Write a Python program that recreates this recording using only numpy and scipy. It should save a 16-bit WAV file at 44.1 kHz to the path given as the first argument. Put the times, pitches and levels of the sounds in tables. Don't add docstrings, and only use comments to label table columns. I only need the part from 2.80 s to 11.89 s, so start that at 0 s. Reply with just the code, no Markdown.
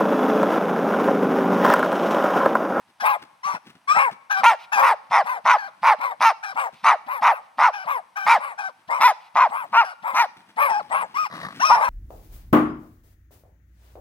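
import sys
import numpy as np
from scipy import signal
from scipy.fft import rfft, irfft, next_fast_len
from scipy.io import wavfile
from scipy.ndimage import uniform_filter1d, map_coordinates

SR = 44100
rng = np.random.default_rng(int(sys.argv[2]) if len(sys.argv) > 2 else 0)


def wav_out(sig):
    wavfile.write(sys.argv[1], SR, np.round(np.clip(np.atleast_2d(sig).T, -1, 1) * 32767).astype(np.int16))


N = 400869

# start_s, top_s, top_hz, level_db, swell_db, sag_db, bright_db, pan_db, lock (0-1)
NEAR_BARKS = [(1.631, 1.677, 471, -15, -5, 12, 5, 0.5, 1),
              (2.021, 2.077, 522.4, -17, -1.5, 2, 3.5, .5, 0.06),
              (2.306, 2.362, 457.2, -15, 12.5, 7.5, 0, 0.6, 0),
              (2.649, 2.705, 514.7, -14, 7.5, 4.5, 0.5, 0.7, 0.08),
              (3.025, 3.087, 503.5, -14, 12, 4.5, 0.5, -.5, 0.06),
              (3.403, 3.471, 454.6, -16, 4, 9, 2.5, 0.5, 0.86),
              (4.036, 4.091, 519, -13, 11.5, 11.5, -1, 0.62, 0),
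              (4.417, 4.476, 500.2, -14.5, 7.5, 8.5, -2, 0.34, 0.05),
              (4.781, 4.851, 491.7, -14.5, 7.5, 6, -2.5, 0.4, 0.28),
              (5.459, 5.520, 475, -14.5, 5.5, 5.5, 1, 0.3, 0.64),
              (6.202, 6.258, 495.9, -14, 6, 9, 7, 1.5, 0.93),
              (6.552, 6.621, 506, -15, 3, 2, -1.5, 1.2, 0.22),
              (6.926, 6.992, 470, -15, 8.5, 14.5, -3, 2, 0.96),
              (7.339, 7.407, 471.4, -18, 8.5, 9.5, 2.5, 2, 0.71),
              (8.898, 8.930, 485, -16, -7, 17, -30.5, -1, 0.95)]
# start_s, end_s, level_db
NEAR_GASPS = [(1.782, 1.867, -50.5), (2.213, 2.29, -67), (3.919, 4.04, -59), (4.603, 4.687, -68.5),
              (6.387, 6.501, -59.5)]
# start_s, top_s, end_s, top_hz, level_db, end_rough (0-1)
HOARSE_BARKS = [(0.217, 0.305, .378, 550.7, -20.5, 0.2), (0.656, 0.706, .782, 511.4, -30.5, 0.97),
                (1.141, 1.236, 1.31, 558, -18, 0.15), (1.955, 2.034, 2.11, 552.5, -19.5, 0.16),
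                (2.441, 2.505, 2.608, 521, -27.5, 0.54), (3.188, 3.25, 3.352, 542.7, -26.5, 0.63),
                (3.747, 3.811, 3.902, 556, -25, 0.36), (4.265, 4.338, 4.425, 555, -29, 0.2),
                (4.465, 4.536, 4.615, 515, -34.5, 0.57), (5.055, 5.12, 5.212, 565, -25, 0.25),
                (5.583, 5.653, 5.757, 553, -33, 0.46), (6.08, 6.154, 6.23, 530, -25, 0.6),
                (6.694, 6.789, 6.872, 535, -29, 0.5), (7.226, 7.294, 7.375, 544, -28, 0.67),
                (7.762, 7.831, 7.935, 566.5, -20.5, 0.45), (8.095, 8.187, 8.265, 555.5, -23, 0.8),
                (8.875, 8.945, 9.03, 491.4, -22, 0), (8.987, 9.053, 9.13, 519, -21, 0.54)]
# position (0-1), gain_db
HOARSE_SWELL = [(0, -25.5), (.14, -1.5), (.33, 2.5), (.55, -1), (.83, -5), (1, -24)]
# start_s, end_s, pitch_hz, level_db, bright_db
SHRILL_YAPS = [(0.197, 0.285, 797, -32.5, 8), (.236, 0.374, 840, -24, -19), (1.494, 1.633, 790, -23.5, 1),
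               (1.916, 2.032, 814.4, -22, -3), (2.769, 2.9, 809, -34, -3), (3.624, 3.742, 796, -32, 1),
               (4.922, 5.065, 781, -34.5, -4), (5.353, 5.493, 786, -30, -1), (5.774, 5.908, 780, -31, -4),
               (7.035, 7.144, 744, -35.5, -5), (7.883, 8.021, 842.4, -22.5, -13)]
# position (0-1), pitch_ratio, gain_db
YAP_SHAPE = [(0, .9, -15), (.13, 1.08, 3), (.38, 1, -2), (.6, .97, -0.5), (.78, 1, -3.5),
             (1, 0.5, -13.5)]
# start_s, top_s, end_s, top_hz, rise (share of top_hz), attack_s, level_db
SHRILL_YELPS = [(0.628, 0.676, .775, 1160, 0.17, 0.019, -26.5),
                (1.072, 1.172, 1.235, 1330, 0.24, 0.03, -16.5), (8.339, 8.404, 8.475, 1264, .3, 0.033, -23),
                (8.793, 8.868, 8.965, 1263, .55, 0.043, -16.5)]
# time_s, flap_rate_hz, level_db
GROWL_CURVE = [(8.5, 87, -50), (8.53, 75, -38.5), (8.601, 70, -41.5), (8.644, 59, -33), (8.689, 44, -40),
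               (8.74, 55, -49.5), (8.78, 61, -62)]
# frequency_hz, gain_db
NEAR_THROAT = [(70, -52.5), (220, -32.5), (400, -59.5), (560, -16.5), (740, -9.5), (930, 3.5), (1350, -3.5),
               (1720, -17), (2050, -9), (2650, -16.5), (3200, -31), (3900, -25), (4700, -35), (5700, -28),
               (8000, -42.5), (11000, -40.5), (16000, -47.5)]
HOARSE_THROAT = [(100, -41.5), (440, -58), (560, -14), (690, -11.5), (900, -3), (1130, 1), (1450, -10),
                 (1850, -18), (2350, -8), (3100, -32.5), (4500, -39), (7000, -45), (10000, -35),
                 (16000, -47)]
SHRILL_THROAT = [(100, -42.5), (400, -48), (620, -12), (820, -5), (1200, -0.5), (1600, 1.5), (1950, -16.5),
                 (2450, -10), (3200, -25.5), (4500, -27), (5600, -18), (7200, -35.5), (10000, -33.5),
                 (16000, -43.5)]
GROWL_THROAT = [(35, -51), (60, -16), (182, 0.5), (324, -16), (663, -4.5), (855, -9.5), (1130, 2.5),
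                (1450, -8.5), (1960, -3.5), (2650, -35), (3840, -17), (5820, -31), (15000, -41)]
# frequency_hz, gain_db
HISS_EQ = [(300, -26), (1000, 7), (1700, -6.5), (2400, 4), (3300, -1.5), (4200, -3.5), (7000, -18.5),
           (16000, -23.5)]
# time_s, relative_level_db
TROT_CURVE = [(0.0, -73.5), (1.32, -74.5), (6.61, -80), (6.78, -68.5), (7.69, -76), (7.95, -62.5),
              (8.68, -56), (9.09, -51)]
# start_s, relative_peak_db
PAW_FALLS = [(0.29, -46), (0.419, -38), (0.734, -36.5), (0.862, -44), (0.894, -45.5), (0.949, -48.5),
             (1.162, -29.5), (1.31, -36.5), (1.592, -41), (2.867, -55), (3.925, -46), (5.875, -56),
             (7.564, -45), (7.6, -54)]
# frequency_hz, gain_db
THUD_EQ = [(30, -37), (70, -23), (110, -6.5), (170, 0.5), (300, -3), (500, -14.5), (1500, -29),
           (6000, -37.5), (16000, -42.5)]
LEAF_EQ = [(500, -14), (1500, 1), (3500, -5.5), (7000, -17), (16000, -24.5)]
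# frequency_hz, gain_db
ECHO_EQ = [(100, -3), (500, -1.5), (950, -6.5), (2200, -5), (5000, 2.5), (16000, -20.5)]
AIR_EQ = [(30, -29.5), (90, -14), (180, -9), (400, -19), (900, 0), (1400, -8.5), (2500, -13.5),
          (5000, -22.5), (10000, -24.5), (16000, -39.5)]
# frequency_hz, gain_db
MIC_EQ = [(25, -8), (80, -2.5), (6000, 1.5), (7000, -5), (8000, 0.5)]

NEAR_TRIM_DB, NEAR_LENGTH_S, NEAR_ATTACK_S = 0.5, 0.13, 0.0046
NEAR_RELEASE_S, NEAR_RELEASE_DB = 0.025, 15.5
JAW_WIDEST, JAW_LEAD_S = 1.03, 0.0077
LOCK_S, LOCK_EDGE_S, LOCK_GAIN_DB = .04, .008, 3.5
CLEARING_S, END_ROUGH = .037, .25
BEAMING = 1.67
GRUNT_HZ, GRUNT_RISE_HZ_PER_S, GRUNT_S, ONSET_HISS_DB = 140, 6750, 0.027, -3
YELP_FALL, YELP_ATTACK_DB, YELP_FADE_DB_PER_S = .55, 15.5, 75
TRUNKS_DB, TAIL_DB, TAIL_T60_S = -15, -19.5, 0.66
LEAF_LOSS_HZ, TREBLE_T60_S = 2500, 0.49
LEFT_PAN_DB, MIC_LEAD_S_PER_DB = 5.5, .000046
AIR_DB, CUTOFF_HZ = -64, 15900


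def near_dog():
    out = np.zeros((2, N))
    for start, top_s, top_hz, level_db, swell_db, sag_db, bright_db, pan_db, lock in NEAR_BARKS:
        t = times(start, start + NEAR_LENGTH_S)
        pitch = top_hz * arch(t, top_s, rise=.48, fall=.58, power=2.25)
        locked = lock * np.clip((LOCK_S / 2 - np.abs(t - top_s)) / LOCK_EDGE_S + .5, 0, 1)
        rough = np.interp(t[-1] - t, [CLEARING_S, CLEARING_S + LOCK_EDGE_S], [END_ROUGH, 1])
        source = folds(pitch, rough * (1 - locked), jitter=.1, flutter=.65, rasp=.44,
                       hiss=.55 - .2 * locked, tone_edge_hz=3600)
        source = colour(source, [(1000, 0.0042), (4000, bright_db), (11000, BEAMING * bright_db)])
        jaw = JAW_WIDEST * arch(t, top_s - JAW_LEAD_S, rise=.13, fall=.42, power=1.8)
        envelope_db = effort(t, top_s, swell_db, sag_db) + LOCK_GAIN_DB * locked
        call = mouth(source, NEAR_THROAT, jaw, NEAR_TRIM_DB + level_db + envelope_db, vary_db=2.32)
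        call *= 1 - np.exp(-(t - t[0]) / NEAR_ATTACK_S)
        add(out, bounce(call, bounce_db=-22), start, pan_db)
        add(out, grunt(level_db=-46.5), start - .011, pan_db)
    return out


def effort(t, top_s, swell_db, sag_db):
    before, after = flanks(t, top_s)
    release = np.clip(1 - (t[-1] - t) / NEAR_RELEASE_S, 0, 1)
    return -swell_db * before ** 2.07 - sag_db * after ** 1.39 - NEAR_RELEASE_DB * release


def folds(pitch, rough, jitter, flutter, rasp, hiss, tone_edge_hz):
    size = len(pitch)
    waver = 1 + jitter * rough * wobble(size, 419.75) + 0.0068 * wobble(size, 89.3)
    phase = 2 * np.pi * np.cumsum(pitch * waver) / SR
    harmonic = np.arange(1, 17)[:, None]
    weight = (harmonic * pitch < SR / 3) / (1 + (harmonic * pitch / tone_edge_hz) ** 4)
    pulses = 2 * np.sqrt(pitch / SR) * np.sum(weight * np.cos(harmonic * phase), axis=0)
    pulses *= 1 + flutter * rough * (wobble(size, 324.8) + np.cos(phase / 2) * wobble(size, 71.8))
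    puffs = rng.standard_normal(size) * (1 + 1.3 * np.cos(phase))
    highpass = signal.butter(2, tone_edge_hz, "high", fs=SR, output="sos")
    breath = signal.sosfilt(highpass, rng.standard_normal(size)) * (1 + .5 * np.cos(phase))
    return pulses + rasp * rough * puffs + hiss * breath


def mouth(source, throat, jaw, level_db, vary_db):
    hz = np.geomspace(60, 16000, 90)
    throat_hz, throat_db = np.transpose(throat)
    ripple_db = vary_db * np.minimum(hz / 1500, 4) ** .45 * rng.standard_normal(len(hz))
    shape = np.column_stack([hz, np.interp(np.log(hz), np.log(throat_hz), throat_db) + ripple_db])
    clock = np.cumsum(jaw * (1 + 0.033 * wobble(len(jaw), 20.4)))
    warped = read(source, np.interp(np.arange(int(clock[-1]) + 1), clock, np.arange(len(source))))
    voiced = read(colour(warped, shape), clock)
    dull = signal.lfilter([.2], [1, -.8], voiced)
    voiced = dull + (voiced - dull) * jaw ** 3
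    power = uniform_filter1d(voiced ** 2, size=400)
    levelled = voiced / np.sqrt(np.abs(power) + 1e-12)
    return levelled * from_db(level_db) * signal.windows.tukey(len(source), .12)


def grunt(level_db):
    t = times(0, GRUNT_S)
    pitch = (GRUNT_HZ + GRUNT_RISE_HZ_PER_S * t) * (1 + 0.21 * wobble(len(t), 150))
    tone = np.sin(2 * np.pi * np.cumsum(pitch) / SR)
    onset_hiss = from_db(ONSET_HISS_DB) * unit_rms(colour(rng.standard_normal(len(t)), HISS_EQ))
    return from_db(level_db) * (tone + onset_hiss) * np.hanning(len(t))


def gasps():
    out = np.zeros((2, N))
    for start, end, level_db in NEAR_GASPS:
        size = len(times(start, end))
        rush = unit_rms(colour(rng.standard_normal(size), HISS_EQ)) * signal.windows.tukey(size, .5)
        add(out, from_db(level_db) * rush, start, pan_db=0.5)
    return out


def hoarse_dog():
    out = np.zeros((2, N))
    for start, top_s, end, top_hz, level_db, end_rough in HOARSE_BARKS:
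        t = times(start, end)
        swell_db, = along(HOARSE_SWELL, np.linspace(0, 1, len(t)))
        pitch = top_hz * arch(t, top_s, rise=.45, fall=.52, power=1.7) * (1 + .02 * wobble(len(t), 60))
        rough = np.interp(t, [top_s - .025, top_s], [.75, end_rough])
        source = folds(pitch, rough, jitter=.06, flutter=.9, rasp=.3, hiss=.75, tone_edge_hz=2400)
        jaw = arch(t, top_s, rise=.28, fall=0.42, power=2.37)
        call = mouth(source, HOARSE_THROAT, jaw, level_db + swell_db, vary_db=3.5)
        add(out, bounce(call, bounce_db=-14), start, LEFT_PAN_DB)
        add(out, grunt(level_db=-50.5), start - .008, LEFT_PAN_DB)
    return out


def shrill_yaps():
    out = np.zeros((2, N))
    for start, end, pitch_hz, level_db, bright_db in SHRILL_YAPS:
        t = times(start, end)
        contour, swell_db = along(YAP_SHAPE, np.linspace(0, 1, len(t)))
        pitch = pitch_hz * contour
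        rough = np.linspace(.6, .2, len(t))
        source = folds(pitch, rough, jitter=.06, flutter=.7, rasp=.5, hiss=.6, tone_edge_hz=4800)
        source = colour(source, [(850, 0.023), (1600, bright_db)])
        call = mouth(source, SHRILL_THROAT, contour ** 0.62, level_db + swell_db, vary_db=3)
        add(out, bounce(call, bounce_db=-15.5), start, LEFT_PAN_DB)
    return out


def shrill_yelps():
    out = np.zeros((2, N))
    for start, top_s, end, top_hz, rise, attack_s, level_db in SHRILL_YELPS:
        t = times(start, end)
        before, after = flanks(t, top_s)
        contour = 1 - rise * before ** 1.8 - YELP_FALL * after ** 3.5
        pitch = top_hz * contour * (1 + .012 * wobble(len(t), 70))
        past_peak_s = t - start - attack_s
        swell_db = np.minimum(YELP_ATTACK_DB * past_peak_s / attack_s, -YELP_FADE_DB_PER_S * past_peak_s)
        source = folds(pitch, rough=.2, jitter=.07, flutter=1.0, rasp=.6, hiss=.6, tone_edge_hz=3600)
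        call = mouth(source, SHRILL_THROAT, np.ones(len(t)), level_db + swell_db, vary_db=3.5)
        add(out, bounce(call, bounce_db=-12), start, LEFT_PAN_DB)
    return out


def growling_dog():
    out = np.zeros((2, N))
    t = times(GROWL_CURVE[0][0], GROWL_CURVE[-1][0])
    rate_hz, level_db = along(GROWL_CURVE, t)
    flaps = np.cumsum(rate_hz * (1 + .12 * wobble(len(t), 55))) / SR
    since_flap_s = flaps % 1 / rate_hz
    puffs = (np.exp(-since_flap_s / 0.006) + 0.12) * rng.standard_normal(len(t))
    add(out, unit_rms(colour(puffs, GROWL_THROAT)) * from_db(level_db), t[0], pan_db=4.0)
    return out


def paws(thud_db, trot_db, leaves_db, crackles_per_s):
    t, out = np.arange(N) / SR, np.zeros((2, N))
    weight = from_db(along(TROT_CURVE, t)[0] + trot_db + 6.4 * wobble(N, 20))
    for start, peak_db in PAW_FALLS:
        age = np.maximum(t - start, 0) / 0.0089
        weight += from_db(peak_db + thud_db) * age * np.exp(1 - age)
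    crackle = (rng.random(N) < crackles_per_s / SR) * rng.standard_normal(N)
    crackle *= from_db(1.33 * np.minimum(rng.exponential(1, N), 4))
    ground = unit_rms(colour(rng.standard_normal(N), THUD_EQ))
    leaves = from_db(leaves_db) * unit_rms(colour(crackle, LEAF_EQ))
    add(out, weight * (ground + leaves), 0, pan_db=2.6)
    return out


def bounce(call, bounce_db):
    delays = (rng.uniform(.002, 0.014, 4) * SR).astype(int)
    paths = np.zeros(delays.max() + 1)
    paths[delays] = from_db(bounce_db) * rng.choice([-1, 1], len(delays))
    paths[0] = 1
    return signal.fftconvolve(call, paths) / np.linalg.norm(paths)


def wood_echo(dry):
    t = times(0, 1)
    trunks = (rng.random((2, SR)) < 700 / SR) * rng.standard_normal((2, SR))
    trunks *= np.exp(-t / 0.0061) * (t > .002)
    tail = rng.standard_normal((2, SR)) * (1 - np.exp(-t / 0.0049))
    tail *= from_db(-60 * t / TAIL_T60_S + 3.6 * wobble(SR, 58.8))
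    dull = signal.sosfilt(signal.butter(2, LEAF_LOSS_HZ, fs=SR, output="sos"), tail)
    tail = dull + (tail - dull) * from_db(-60 * t * (1 / TREBLE_T60_S - 1 / TAIL_T60_S))
    tail = tail + 0.13 * tail[::-1]
    echo = (from_db(TRUNKS_DB) * unit_rms(trunks) + from_db(TAIL_DB) * unit_rms(tail)) / np.sqrt(SR)
    return signal.fftconvolve(dry, colour(echo, ECHO_EQ), axes=1)[:, :N]


def wood_air():
    noise = rng.standard_normal((2, N)) + 2.2 * rng.standard_normal(N)
    return from_db(AIR_DB) * unit_rms(colour(noise, AIR_EQ))


def arch(t, top_s, rise, fall, power):
    before, after = flanks(t, top_s)
    return 1 - rise * before ** power - fall * after ** power


def flanks(t, top_s):
    before = np.clip((top_s - t) / max(top_s - t[0], .01), 0, 1)
    after = np.clip((t - top_s) / max(t[-1] - top_s, .01), 0, 1)
    return before, after


def from_db(db):
    return 10 ** (np.asarray(db) / 20)


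def unit_rms(x):
    return x / np.sqrt(np.mean(x ** 2) + 1e-20)


def times(start, end):
    return np.arange(round(start * SR), round(end * SR)) / SR


def along(rows, t):
    points, *columns = np.transpose(rows)
    return [np.interp(t, points, column) for column in columns]


def read(x, at):
    return map_coordinates(x, [at], order=3)


def wobble(size, hz):
    at = np.arange(size) * hz / SR
    return read(rng.standard_normal(max(2048, int(at[-1]) + 8)), at + 2)


def colour(x, spectrum):
    size = 2 * next_fast_len(x.shape[-1] // 2 + 2048)
    hz, db = np.transpose(spectrum)
    bin_hz = np.arange(size // 2 + 1) * SR / size
    gain = from_db(np.interp(np.log(bin_hz + 1), np.log(hz), db))
    cepstrum = irfft(np.log(gain))
    cepstrum[1:size // 2] *= 2
    cepstrum[size // 2 + 1:] = 0
    return irfft(rfft(x, size) * np.exp(rfft(cepstrum)))[..., :x.shape[-1]]


def add(out, sound, start, pan_db):
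    at = max(round(start * SR), 0)
    for channel, side in enumerate((.5, -.5)):
        lead = side * pan_db * MIC_LEAD_S_PER_DB * SR
        heard = from_db(side * pan_db) * read(sound, np.arange(len(sound)) + lead)
        out[channel, at:at + len(sound)] += heard[:N - at]


def scene():
    dogs = near_dog() + hoarse_dog() + shrill_yaps() + shrill_yelps() + growling_dog() + gasps()
    steps = paws(thud_db=-11.0, trot_db=-1, leaves_db=-0.5, crackles_per_s=1600)
    return dogs + steps + wood_air() + wood_echo(dogs)


def record(dry):
    rounded = 2.035 * np.tanh(colour(dry, MIC_EQ) / 1.573)
    return signal.sosfilt(signal.ellip(12, .1, 80, CUTOFF_HZ, fs=SR, output="sos"), rounded)


dry = scene()
out = record(dry)
wav_out(out)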